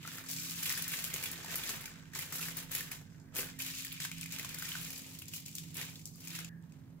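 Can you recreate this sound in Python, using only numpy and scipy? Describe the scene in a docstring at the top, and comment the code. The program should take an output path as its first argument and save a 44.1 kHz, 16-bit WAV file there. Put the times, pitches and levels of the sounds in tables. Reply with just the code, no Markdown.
"""Kitchen: gloved hands fold aluminium foil round a parcel on a wooden board.
Shaped noise bursts make creases snapping over a dense rustle; sprays and resonances add cracks and rings.
Near the end a cut to a quieter moment ends sound and reflections abruptly; faint dry handling follows
over a slightly fuller background. Appliance hum, deep rumble and room air are sines and filtered noise.
Two microphones a few centimetres apart: sound common to both reaches the left slightly sooner."""
import sys
import numpy as np
from scipy import signal
from scipy.fft import rfft, irfft
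from scipy.io import wavfile

SR = 44100
rng = np.random.default_rng(int(sys.argv[2]) if len(sys.argv) > 2 else 0)


def unload_audio(sound):
    """Save the sound as a 16-bit wav file, at the path given as the first command line argument."""
    columns = np.transpose(np.atleast_2d(sound))
    # keep every value between -1 and 1, then stretch to whole-number steps
    steps = np.round(np.clip(columns, -1, 1) * 32767)
    wavfile.write(sys.argv[1], SR, steps.astype(np.int16))


def makeup_ratio(level_db):
    """Linear amplitude ratio for a level in decibels (20 dB per factor of ten)."""
    decades = np.asarray(level_db, float) / 20
    return 10 ** decades


N = 308700
LEFT_LEAD_SAMPLES = 4
CUT_S, HANDLING_AGAIN_S = 6.492, 6.615


def rms_one(x):
    """Scale to unit power over all channels."""
    return x / np.sqrt(np.mean(x ** 2) + 1e-20)


def at_hz(points, hz):
    """Read a spectrum table on a log-frequency axis."""
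    point_hz, value = np.transpose(points)
    return np.interp(np.log(hz + 1), np.log(point_hz), value)


def sides(db):
    """Left and right gains for a left-right level difference."""
    return makeup_ratio(np.array([db / 2, -db / 2]))


def left_first(left, right):
    """Stereo pair whose right side arrives late by the microphone spacing."""
    return np.array([left, np.roll(right, LEFT_LEAD_SAMPLES)])


def pair(alike):
    """Two noises; the power share 'alike' is common to both and reaches the left first."""
    common, left, right = rng.standard_normal((3, N))
    shared = left_first(common, common)
    return np.sqrt(alike) * shared + np.sqrt(1 - alike) * np.array([left, right])


def resonate(x, hz, width_hz):
    """One two-pole resonance, gain about 1 on top."""
    r = np.exp(-np.pi * width_hz / SR)
    b = [(1 - r * r) / 2, 0, (r * r - 1) / 2]
    return signal.lfilter(b, [1, -2 * r * np.cos(2 * np.pi * hz / SR), r * r], x)


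# Registers of the sheet, boom to sizzle. Each row: low edge in Hz, high edge in Hz,
# power share common to both microphones (0-1), left-right difference in dB.
REGISTERS = [(367, 974, 0.73, -2.5), (893, 1917, 0.63, -2.1), (2000, 4200, 0.3, -2), (4180, 8330, 0.2, 1.5),
             (8640, 13180, 0.029, 1)]
# Colour of the sheet. Each row: frequency in Hz, relative level in dB.
FOIL_COLOUR = [(240, 2), (400, -10.5), (480, -12), (840, -16), (1350, -10), (2500, -1), (4900, -4),
               (7600, -1.5), (9100, -9), (11000, -3.5), (13000, -3.5), (15000, 13.5), (16000, 23)]


def foil():
    """Noise bursts shaped by rustle and snaps, with plinks among them, excite each register of the sheet."""
    level_db = handling()
    grains = rustle(per_s=410, spread_db=3.0, colour_db=4.0, t60_s=0.071, bed=0.21)
    ticks = rustle(per_s=250, spread_db=4.5, colour_db=3.0, t60_s=0.0047, bed=0)
    grains = 0.86 * grains + 0.13 * ticks
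    loud = snaps(rise_s=0.0011, crack_t60_s=0.02, flurry_t60_s=0.12, flurry_db=-12.5,
                 body_db=-25, crackle_db=-12.0, sizzle_trim_db=-2.0, lean_db=3.5)
    small = makeup_ratio(-15.0) * plinks(per_s=400, spread_db=5.0, cycles=37)
    hz, out = np.fft.rfftfreq(N, 1 / SR), 0
    colour = makeup_ratio(at_hz(FOIL_COLOUR, hz))
    for k, (low_hz, high_hz, alike, lean_db) in enumerate(REGISTERS):
        level = makeup_ratio(level_db[k]) * sides(lean_db)[:, None]
        roughness = np.clip(0.51 + 0.79 * ticks[k], 0, 2)
        power = level ** 2 * grains[k] + loud[k] * roughness
        burst = pair(alike) * np.sqrt(power) + level * small
        band = signal.butter(3, [low_hz, high_hz], "band", fs=SR, output="sos")
        # divide out the gain of band and colour together
        shape = np.abs(signal.sosfreqz(band, hz[::50], fs=SR)[1]) * colour[::50]
        out = out + signal.sosfilt(band, burst) / np.sqrt(np.mean(shape ** 2))
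    return irfft(rfft(out) * colour, N) + panels(kick_t60_s=0.026, sharpness=7.0)


# Each grip, fold or squeeze sets the sheet crackling. Each row: time of full strength in s,
# crackle level in dB, rise in s, hold in s, fade in dB per s.
GRIPS = [(0.01, -62.5, 0.056, .05, 100), (0.072, -53.5, 0.037, 0.1, 110),
         (0.321, -42.5, 0.068, 0.0055, 111), (0.386, -46.5, .05, 0.23, 200),
         (0.628, -42.5, .005, 0.093, 82), (0.775, -46, .005, 0.0089, 99), (0.888, -49.5, .005, .03, 62),
         (0.937, -43, 0.06, .005, 99), (1.04, -49, .005, 0.0042, 110), (1.137, -43.5, 0.0044, .005, 110),
         (1.233, -44, 0.013, .005, 99), (1.525, -47.5, 0.32, 0.13, 102), (1.701, -43, 0.083, .005, 177),
         (1.79, -59, 0.084, 0.084, 53), (2.159, -46.5, 0.026, .005, 65), (2.328, -48, 0.011, .14, 122),
         (2.58, -49, 0.042, .005, 163), (2.714, -50.5, .005, .02, 89), (2.755, -45.5, 0.058, .005, 122),
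         (2.913, -50.5, 0.0061, .005, 158), (3.13, -71.5, 0.09, 0.022, 54), (3.344, -53.5, .008, .02, 100),
         (3.367, -44, 0.026, 0.028, 138), (3.597, -47, 0.01, 0.11, 49), (3.78, -48.5, 0.063, .005, 72),
         (4.004, -47.5, .005, 0.029, 160), (4.14, -58.5, 0.086, 0.065, 100),
         (4.215, -47.5, .007, .003, 602), (4.336, -52.5, 0.07, 0.063, 47), (4.425, -56.5, 0.53, .005, 38),
         (4.581, -53, .005, 0.033, 35), (4.713, -49, 0.37, .005, 21), (5.351, -46, 0.038, .003, 220),
         (5.459, -56.5, .04, .05, 50), (5.56, -54.5, 0.0091, .005, 83), (5.755, -51.5, 0.021, .03, 68),
         (5.815, -50.5, 0.066, 0.011, 80), (6.06, -56.5, .007, .003, 228), (6.23, -63, 0.075, 0.024, 58),
         (6.369, -50.5, 0.26, 0.0055, 152), (6.49, -65, 0.034, .01, 404), (6.636, -77, .01, .003, 350),
         (6.733, -75.5, .1, .005, 68)]
# Registers against the crackle; the tighter the parcel, the thinner its body.
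# Each row: time in s, boom in dB, low body in dB, sizzle in dB.
REGISTER_BALANCE = [(0, -19, -9.5, 0.5), (0.2, -11, -3, 4), (0.33, -21, -13.5, -2), (0.62, -22, -8, 0),
                    (0.78, -15, -5, -2), (1.1, -12, -4, 3.5), (1.45, -9, -4.5, -2), (1.75, -9, -1.5, 2),
                    (2.05, -14.5, -4.5, -2), (2.2, -12, -6.5, 2.5), (2.9, -13.5, -5, 3.5),
                    (3.1, -14, -12, -3), (3.4, -6, -4, 3), (3.6, -18.5, -7, -0.5), (3.78, -23, -15, -2),
                    (4.03, -24, -8, 0.5), (4.23, -27, -12, 1), (4.44, -11, -3, 2.5), (4.7, -20, -6, 0.5),
                    (5.1, -14.5, -16, 3), (5.3, -22, -20.5, 0.5), (5.7, -22, -21.5, 0.5),
                    (5.8, -10.5, -3, 0.5), (6.05, -19.5, -26.5, 2), (6.38, -17, -6, 2.5),
                    (6.5, -16, -14, 1), (7, -5, -8, 6)]
# High body beyond its share of the low body. Each row: time in s, level in dB.
HIGH_BODY = [(0, 7.5), (0.1, 2), (0.3, -2), (0.95, 2), (1.4, 0.5), (2, -1.5), (2.8, 1.5), (3.2, -4),
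             (3.6, 2), (4.1, 5), (4.6, 0.5), (5.2, 3), (5.6, 2.5), (5.85, 3), (6.1, -5), (6.4, 6.5),
             (6.55, 0), (7, 1)]
# Share of the crackle's swing about its usual level that each register follows: one number each, boom to sizzle.
FOLLOWS = [0.51, 0.6, 0.85, 1, 1.3]
RISE_DB, RESTING_DB, USUAL_DB = 19.5, -111, -51
HIGH_BODY_SHARE = 0.37


def handling():
    """Level in dB per register: grips rise, hold and fade; the registers follow their summed crackle."""
    now = np.arange(0, N, 32) / SR
    s, full_db, rise_s, hold_s, fade_db_per_s = np.transpose(GRIPS)[:, :, None]
    climb_db = RISE_DB * np.maximum(s - now, 0) / rise_s
    fall_db = fade_db_per_s * np.maximum(now - s - hold_s, 0)
    grip_power = makeup_ratio(2 * (full_db - climb_db - fall_db))
    crackle_db = 10 * np.log10(np.sum(grip_power, axis=0) + makeup_ratio(2 * RESTING_DB))
    at_s, *columns = np.transpose(REGISTER_BALANCE)
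    boom, low_body, sizzle = [np.interp(now, at_s, c) for c in columns]
    high_body = np.interp(now, *np.transpose(HIGH_BODY)) + HIGH_BODY_SHARE * low_body
    levels = []
    for share, against_db in zip(FOLLOWS, [boom, low_body, high_body, 0, sizzle]):
        register_db = USUAL_DB + share * (crackle_db - USUAL_DB) + against_db
        levels.append(np.interp(np.arange(N) / SR, now, register_db))
    return levels


def rustle(per_s, spread_db, colour_db, t60_s, bed):
    """Power envelope per register of tiny creases: random times, few large, each coloured differently."""
    born = rng.random(N) < per_s / SR
    size_db = spread_db * np.minimum(rng.exponential(1, N), 4)
    register_db = colour_db * rng.standard_normal((len(REGISTERS), N))
    kicks = born * makeup_ratio(2 * (size_db + register_db))
    power = signal.lfilter([1], [1, -makeup_ratio(-120 / (t60_s * SR))], kicks)
    return bed + (1 - bed) * power / power.mean(axis=1, keepdims=True)


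# Buckling creases. Each row: start in s, level in dB, pitch of the panel set ringing in Hz,
# panel in dB and sizzle in dB relative to the level.
SNAPS = [(0.0498, -43, 1300, 5.5, -18), (0.076, -27.5, 1430, -10.5, -16), (0.1826, -27, 1590, -10, -9),
         (0.2867, -24, 2310, -32, -6), (0.3116, -23.5, 2620, -31, -3), (0.377, -34, 2470, -21, -12),
         (0.4339, -28, 2740, -36, -13), (0.509, -29, 2700, -16, -5), (0.63, -19, 2200, -30, -5),
         (0.6963, -25, 2590, -18, -12), (0.7232, -22, 2150, -11, -2), (0.7746, -20.5, 1690, -11.5, -6),
         (0.822, -25, 1610, -28, -2), (0.879, -24, 2190, -24, 0.5), (0.9177, -28, 2300, -7, -2),
         (0.9372, -23, 2080, -8, -7), (1.04, -26, 2570, -25, 1.5), (1.139, -31, 2320, -9, -9),
         (1.2373, -24.5, 2410, -10, -1), (1.257, -27, 2600, -7, -8), (1.3144, -34, 2250, -28, 5),
         (1.3773, -27, 2010, -25, -26), (1.445, -26, 910, -18, -10), (1.508, -33, 2330, -9, 0),
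         (1.5558, -20, 1340, -24, 0), (1.636, -26, 3440, -5.5, -5), (1.692, -23.5, 1380, -15, -35),
         (1.81, -34, 2260, -15, 1), (1.856, -23.5, 2330, -15, -8), (2.134, -31.5, 1870, -10.5, -10),
         (2.149, -20.5, 2100, -22, -16), (2.1904, -27.5, 2160, -6, -1), (2.3233, -21.5, 1360, -14, -7),
         (2.393, -27.5, 1340, -10.5, -9), (2.426, -21, 2500, -12, -18), (2.4834, -25.5, 1810, -9, -7),
         (2.5688, -26.5, 1640, -21, 0.5), (2.715, -24, 1830, -20, -3), (2.7496, -18.5, 2000, -12.5, -5.5),
         (2.806, -26, 1860, -8.5, -2), (2.915, -28, 2400, -8, 0), (3.1, -49, 2500, -15, -25),
         (3.199, -44, 923, -22, -33), (3.35, -32, 1330, -17, -3), (3.3643, -24.5, 2600, -9, -4),
         (3.389, -29.5, 2530, 1.5, -13), (3.589, -29, 2500, -21, -2), (3.601, -25, 2500, -9, -8),
         (3.62, -23, 2660, -17, -6.5), (3.666, -38, 2770, -4, -10), (3.797, -29, 2680, -16, -12),
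         (3.848, -23.5, 1900, -10.5, -5.5), (3.925, -33.5, 3010, -28, 2), (4.0005, -27, 1990, -8.5, -17),
         (4.0497, -20.5, 1750, -12, -9), (4.115, -28.5, 2500, -5.5, -11), (4.1825, -31, 2580, -15, -6),
         (4.211, -27, 2380, -23, -13), (4.2294, -27, 2500, -7, -11), (4.2584, -26.5, 2360, -10, -10),
         (4.322, -20.5, 2380, -21, -11), (4.385, -26, 2500, -13, -7), (4.395, -25, 2470, -7, -5),
         (4.4461, -21.5, 1030, -18, -13), (4.4906, -25, 1560, -29, -9), (4.544, -24.5, 1880, -16, -8.5),
         (4.586, -26.5, 1850, -22, -3), (4.623, -23.5, 1490, -9.5, -6.5), (4.6533, -22.5, 3320, -21, -16),
         (4.689, -25.5, 2960, -12, -7), (4.7177, -31, 3070, 1, -23), (4.7521, -26.5, 1450, -5.5, -21),
         (4.8297, -26.5, 2900, -24, -7), (4.904, -26.5, 2260, -14, -6), (4.9571, -27, 3880, -24, -16),
         (5.15, -33, 2920, -14, -17), (5.1875, -30, 3930, -13, -5.5), (5.219, -36.5, 2700, -2, -1),
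         (5.2814, -26, 2850, -29, -11), (5.3355, -23.5, 2900, -10, -12), (5.462, -28, 3980, -13, -12),
         (5.481, -28.5, 2540, -15.5, -8), (5.5537, -27, 3870, -21, -6), (5.5826, -24, 3470, -12.5, -9),
         (5.743, -32, 2880, -24, -1), (5.7682, -23.5, 2260, -17.5, -4.5), (5.8132, -25.5, 2240, -6.5, -7),
         (5.9562, -33.5, 3940, -8, -15), (5.9934, -37, 2360, -11, -9), (6.0546, -28, 3700, -41, -10),
         (6.0736, -49, 3640, -34, -15), (6.1564, -43.5, 1210, -22, 0), (6.2052, -36, 3950, -23, -7),
         (6.273, -25.5, 2400, -14.5, -8), (6.303, -25, 2400, -16, -15), (6.3607, -25, 2290, -19, -16),
         (6.3886, -27, 1400, -10.5, -9), (6.4457, -27.5, 2640, -11, -16), (6.721, -44, 2500, -12, -22)]


def snaps(rise_s, crack_t60_s, flurry_t60_s, flurry_db, body_db, crackle_db, sizzle_trim_db, lean_db):
    """Power envelope (register, side, time) of loud creases: a sharp crack, then a fading flurry of neighbours."""
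    out, age = np.zeros((len(REGISTERS), 2, N + SR)), np.arange(SR // 6) / SR
    rise = 1 - np.exp(-age / rise_s)
    fade = rise * (makeup_ratio(-120 * age / crack_t60_s) + makeup_ratio(2 * flurry_db - 120 * age / flurry_t60_s))
    for s, snap_db, _, panel_db, sizzle_db in SNAPS:
        i, body = round(s * SR), panel_db + body_db
        levels = makeup_ratio(snap_db + np.array([body - 8, body, body, crackle_db, sizzle_db + sizzle_trim_db]))
        power = np.outer(levels, sides(lean_db)) ** 2
        out[:, :, i:i + len(age)] += power[:, :, None] * fade
    return out[:, :, :N]


def panels(kick_t60_s, sharpness):
    """Each snap kicks the flat panel beside the crease, which rings briefly at its own pitch."""
    out, size = np.zeros(N + SR), SR // 10
    kicks = rng.standard_normal((len(SNAPS), size)) * makeup_ratio(-60 * np.arange(size) / SR / kick_t60_s)
    for kick, (s, snap_db, hz, panel_db, _) in zip(kicks, SNAPS):
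        ping, i = resonate(kick, hz, hz / sharpness), round(s * SR)
        out[i:i + size] += ping * makeup_ratio(snap_db + panel_db) / np.abs(ping).max()
    return left_first(out[:N], out[:N])


def plinks(per_s, spread_db, cycles):
    """Small panels of every size ring at random as the sheet shifts; unit power."""
    born = rng.random(N) < per_s / SR
    sizes = born * makeup_ratio(spread_db * np.minimum(rng.exponential(1, N), 4))
    pitches_hz, dealt = np.geomspace(900, 9000, 20), rng.integers(0, 20, N)
    out = 0
    for k, hz in enumerate(pitches_hz):
        ping = resonate(sizes * (dealt == k) + 1e-18, hz, 0.86 * hz / cycles) / np.sqrt(hz)
        out = out + np.outer(sides(rng.normal(0, 9.2)), ping)
    return rms_one(left_first(*out))


# Single dry cracks, bright and over at once. Each row: start in s, level in dB.
CRACKS = [(0.076, -28), (0.0844, -40), (0.2399, -40), (0.2635, -32), (0.8789, -29), (1.1408, -17),
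          (1.1864, -37), (1.3155, -29), (1.3773, -38), (1.695, -30), (1.8108, -43), (1.8367, -40),
          (2.5681, -32), (2.9154, -39), (3.1991, -60), (3.983, -45), (4.003, -29), (4.0164, -30),
          (4.0334, -30), (4.0493, -26), (4.1155, -31), (4.1734, -45), (4.1819, -35), (4.2118, -23),
          (4.2402, -30), (4.313, -33), (4.3494, -32), (5.0194, -34), (5.0664, -37), (5.0913, -42),
          (5.1213, -41), (5.1494, -38), (5.1981, -40), (5.257, -37), (5.3303, -36), (5.461, -31),
          (5.5144, -39), (5.5318, -43), (5.5528, -24.5), (5.5835, -30), (5.5924, -42), (5.7683, -30),
          (5.9948, -44), (6.056, -28), (6.0747, -33), (6.1569, -50), (6.2422, -38), (6.282, -31),
          (6.3604, -33.5), (6.4465, -33.5), (6.6248, -54), (6.7226, -55)]
CRACK_T60_S, CRACK_LOW_HZ, CRACK_HZ, CRACK_WIDTH_HZ = 0.0036, 4000, 7300, 2700


def cracks():
    """A crease flips in one go: a very short spray of noise, ringing broadly in the treble."""
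    out, size = np.full((2, N + SR), 1e-18), SR // 50
    fade = makeup_ratio(-60 * np.arange(size) / SR / CRACK_T60_S)
    sprays = rng.standard_normal((len(CRACKS), 2, size)) * fade
    high_pass = signal.butter(2, CRACK_LOW_HZ, "high", fs=SR, output="sos")
    for spray, (s, crack_db) in zip(sprays, CRACKS):
        ringing = resonate(spray, CRACK_HZ, CRACK_WIDTH_HZ) + 0.21 * spray
        bright = signal.sosfilt(high_pass, ringing)
        bright /= np.abs(bright).max(axis=1, keepdims=True)
        i = round(s * SR)
        out[:, i:i + size] += makeup_ratio(crack_db) * sides(2.0)[:, None] * bright
    return out[:, :N]


# Parcel knocks the board. Each row: start in s, level in dB.
KNOCKS = [(1.143, -53), (3.389, -49.5), (5.78, -63.5), (6.39, -73)]
# Modes of the board. Each row: frequency in Hz, relative level in dB, t60 in s.
BOARD = [(255, -0.96, .12), (401, -0.5, 0.21), (452, 0.55, 0.098), (504, -1.3, 0.14)]


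def knocks():
    """Each knock sets every board mode ringing with a strength of its own."""
    out = np.zeros(N)
    at_s, knock_db = np.transpose(KNOCKS)
    at = np.round(at_s * SR).astype(int)
    for hz, mode_db, t60_s in BOARD:
        clicks = np.full(N, 1e-18)
        clicks[at] = makeup_ratio(knock_db + mode_db + rng.normal(0, 0.62, len(at)))
        r, w = makeup_ratio(-60 / (t60_s * SR)), 2 * np.pi * hz / SR
        out += signal.lfilter([0, np.sin(w)], [1, -2 * r * np.cos(w), r * r], clicks)
    return out


def kitchen(x):
    """Diffuse reflections: a dying, dulled noise tail, different for each side."""
    t60_s, level_db = 0.24, -8.5
    age = np.arange(SR // 2) / SR
    tail = rng.standard_normal((2, len(age))) * makeup_ratio(-60 * age / t60_s) * (age > .003)
    tail = signal.lfilter([1], [1, -.3], tail)
    tail /= np.sqrt(np.sum(tail ** 2, axis=1, keepdims=True))
    return makeup_ratio(level_db) * signal.fftconvolve(x, tail, axes=1)[:, :N]


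# Faint breathy rings. Each row: start in s, end in s, level in dB, frequency in Hz,
# width of each resonance pass in Hz, t60 in s.
RINGS = [(1.8, 3.4, -72, 1540, 200, 23), (6.493, 7, -61, 1690, 260, 0.59)]


def rings():
    """Noise in one resonance, applied twice, starting at once, dying away and silenced at its end."""
    out, now = 0, np.arange(N) / SR
    for start_s, end_s, level_db, hz, width_hz, t60_s in RINGS:
        tone = rms_one(resonate(resonate(pair(0.41), hz, width_hz), hz, width_hz))
        fade = makeup_ratio(level_db - 60 * np.maximum(now - start_s, 0) / t60_s)
        out = out + tone * (now > start_s) * (now < end_s) * fade
    return out


# Appliance partials. Each row: frequency in Hz, level in dB, width of each resonance pass in Hz,
# steady power share (0-1).
HUM = [(86.6, -69.5, 3, 0.03), (101.7, -66.5, 4, 0.93), (125.4, -67.5, 15, 0), (149.6, -63, 7.6, 0.5),
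       (167.1, -57.5, 4.8, 0.38), (217.4, -69, 7.5, 0.11), (263.3, -62.5, 2.8, 0.81), (322.6, -74.5, 5, 0)]


def hum():
    """Each partial is a steady sine plus noise through a narrow resonance applied twice, so it wavers."""
    out = np.zeros(N)
    for hz, level_db, width_hz, steady in HUM:
        noise = rng.standard_normal(N + SR)
        waver = resonate(resonate(noise, hz, width_hz), hz, width_hz)[SR:]  # build-up dropped
        sine = np.sqrt(2) * np.sin(2 * np.pi * (hz * np.arange(N) / SR + rng.random()))
        out += makeup_ratio(level_db) * (np.sqrt(steady) * sine + np.sqrt(1 - steady) * rms_one(waver))
    return left_first(out, out) * sides(-6.5)[:, None]


# Deep rumble. Each row: time in s, level in dB.
RUMBLE = [(0, -82), (1.2, -71), (4.9, -71), (5.2, -90), (7, -78)]


def rumble():
    """A deep band of noise, a resonance applied twice, that comes through the worktop."""
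    hz, width_hz = 38.2, 5.6
    level_db = np.interp(np.arange(N) / SR, *np.transpose(RUMBLE))
    noise = resonate(resonate(pair(0.52), hz, width_hz), hz, width_hz)
    return makeup_ratio(level_db) * rms_one(noise) * sides(-10.0)[:, None]


# Room air and microphone hiss. Each row: frequency in Hz, relative level in dB.
AIR = [(20, -17), (43, -18), (91, -10.5), (151, 2.5), (211, -9), (272, -12), (450, -20.5), (700, -30.5),
       (1000, -28), (1500, -35), (2500, -58), (4600, -42), (9000, -43.5), (16000, -38.5)]
# Each row: frequency in Hz, left-right correlation (-1 to 1).
AIR_LIKENESS = [(60, 0.98), (240, 0.72), (950, -0.29), (3770, -0.49), (15000, 0.091)]
# Each row: frequency in Hz, left-right difference in dB.
AIR_BALANCE = [(60, 4), (240, -6.5), (950, -4), (3770, 2), (15000, -3)]


def air():
    """Steady coloured noise: alike on both sides in the bass, partly opposed higher up, unrelated at the top."""
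    level_db = -58
    hz = np.fft.rfftfreq(N, 1 / SR)
    mid, side = rfft(rng.standard_normal((2, N)))
    alike = at_hz(AIR_LIKENESS, hz)
    both = np.sqrt(1 + alike) * mid + np.sqrt(1 - alike) * side * [[1], [-1]]
    coloured = both * makeup_ratio(at_hz(AIR, hz)) * sides(at_hz(AIR_BALANCE, hz))
    return makeup_ratio(level_db) * rms_one(irfft(coloured, N))


# Fuller background of the quieter moment. One row: low edge in Hz, high edge in Hz, level in dB rms.
LATER_AIR = (410, 1400, -76)


def later_air():
    """A soft band of steady noise added to the background from the cut on."""
    low_hz, high_hz, level_db = LATER_AIR
    band = signal.butter(1, [low_hz, high_hz], "band", fs=SR, output="sos")
    noise = rms_one(signal.sosfilt(band, pair(0.15)))
    return makeup_ratio(level_db) * noise * (np.arange(N) > CUT_S * SR)


def scene():
    """Foil and board in the room until the cut, then dry after a short gap; hum and air throughout."""
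    near = foil() + cracks() + knocks()
    now = np.arange(N) / SR
    before_cut = now < CUT_S
    moving = before_cut | (now > HANDLING_AGAIN_S)
    handled = moving * near + before_cut * kitchen(near)
    return handled + rings() + hum() + rumble() + air() + later_air()


def top_cut(x):
    """Nothing passes above the cut-off."""
    return signal.sosfilt(signal.butter(12, 17000, fs=SR, output="sos"), x)


def record(dry):
    """A steep low-pass, 45 dB down from 16.1 kHz, takes off the top."""
    low_pass = signal.cheby2(14, 45, 16100, fs=SR, output="sos")
    mix = signal.sosfilt(low_pass, dry)
    return top_cut(mix)


dry = scene()
out = record(dry)
unload_audio(out)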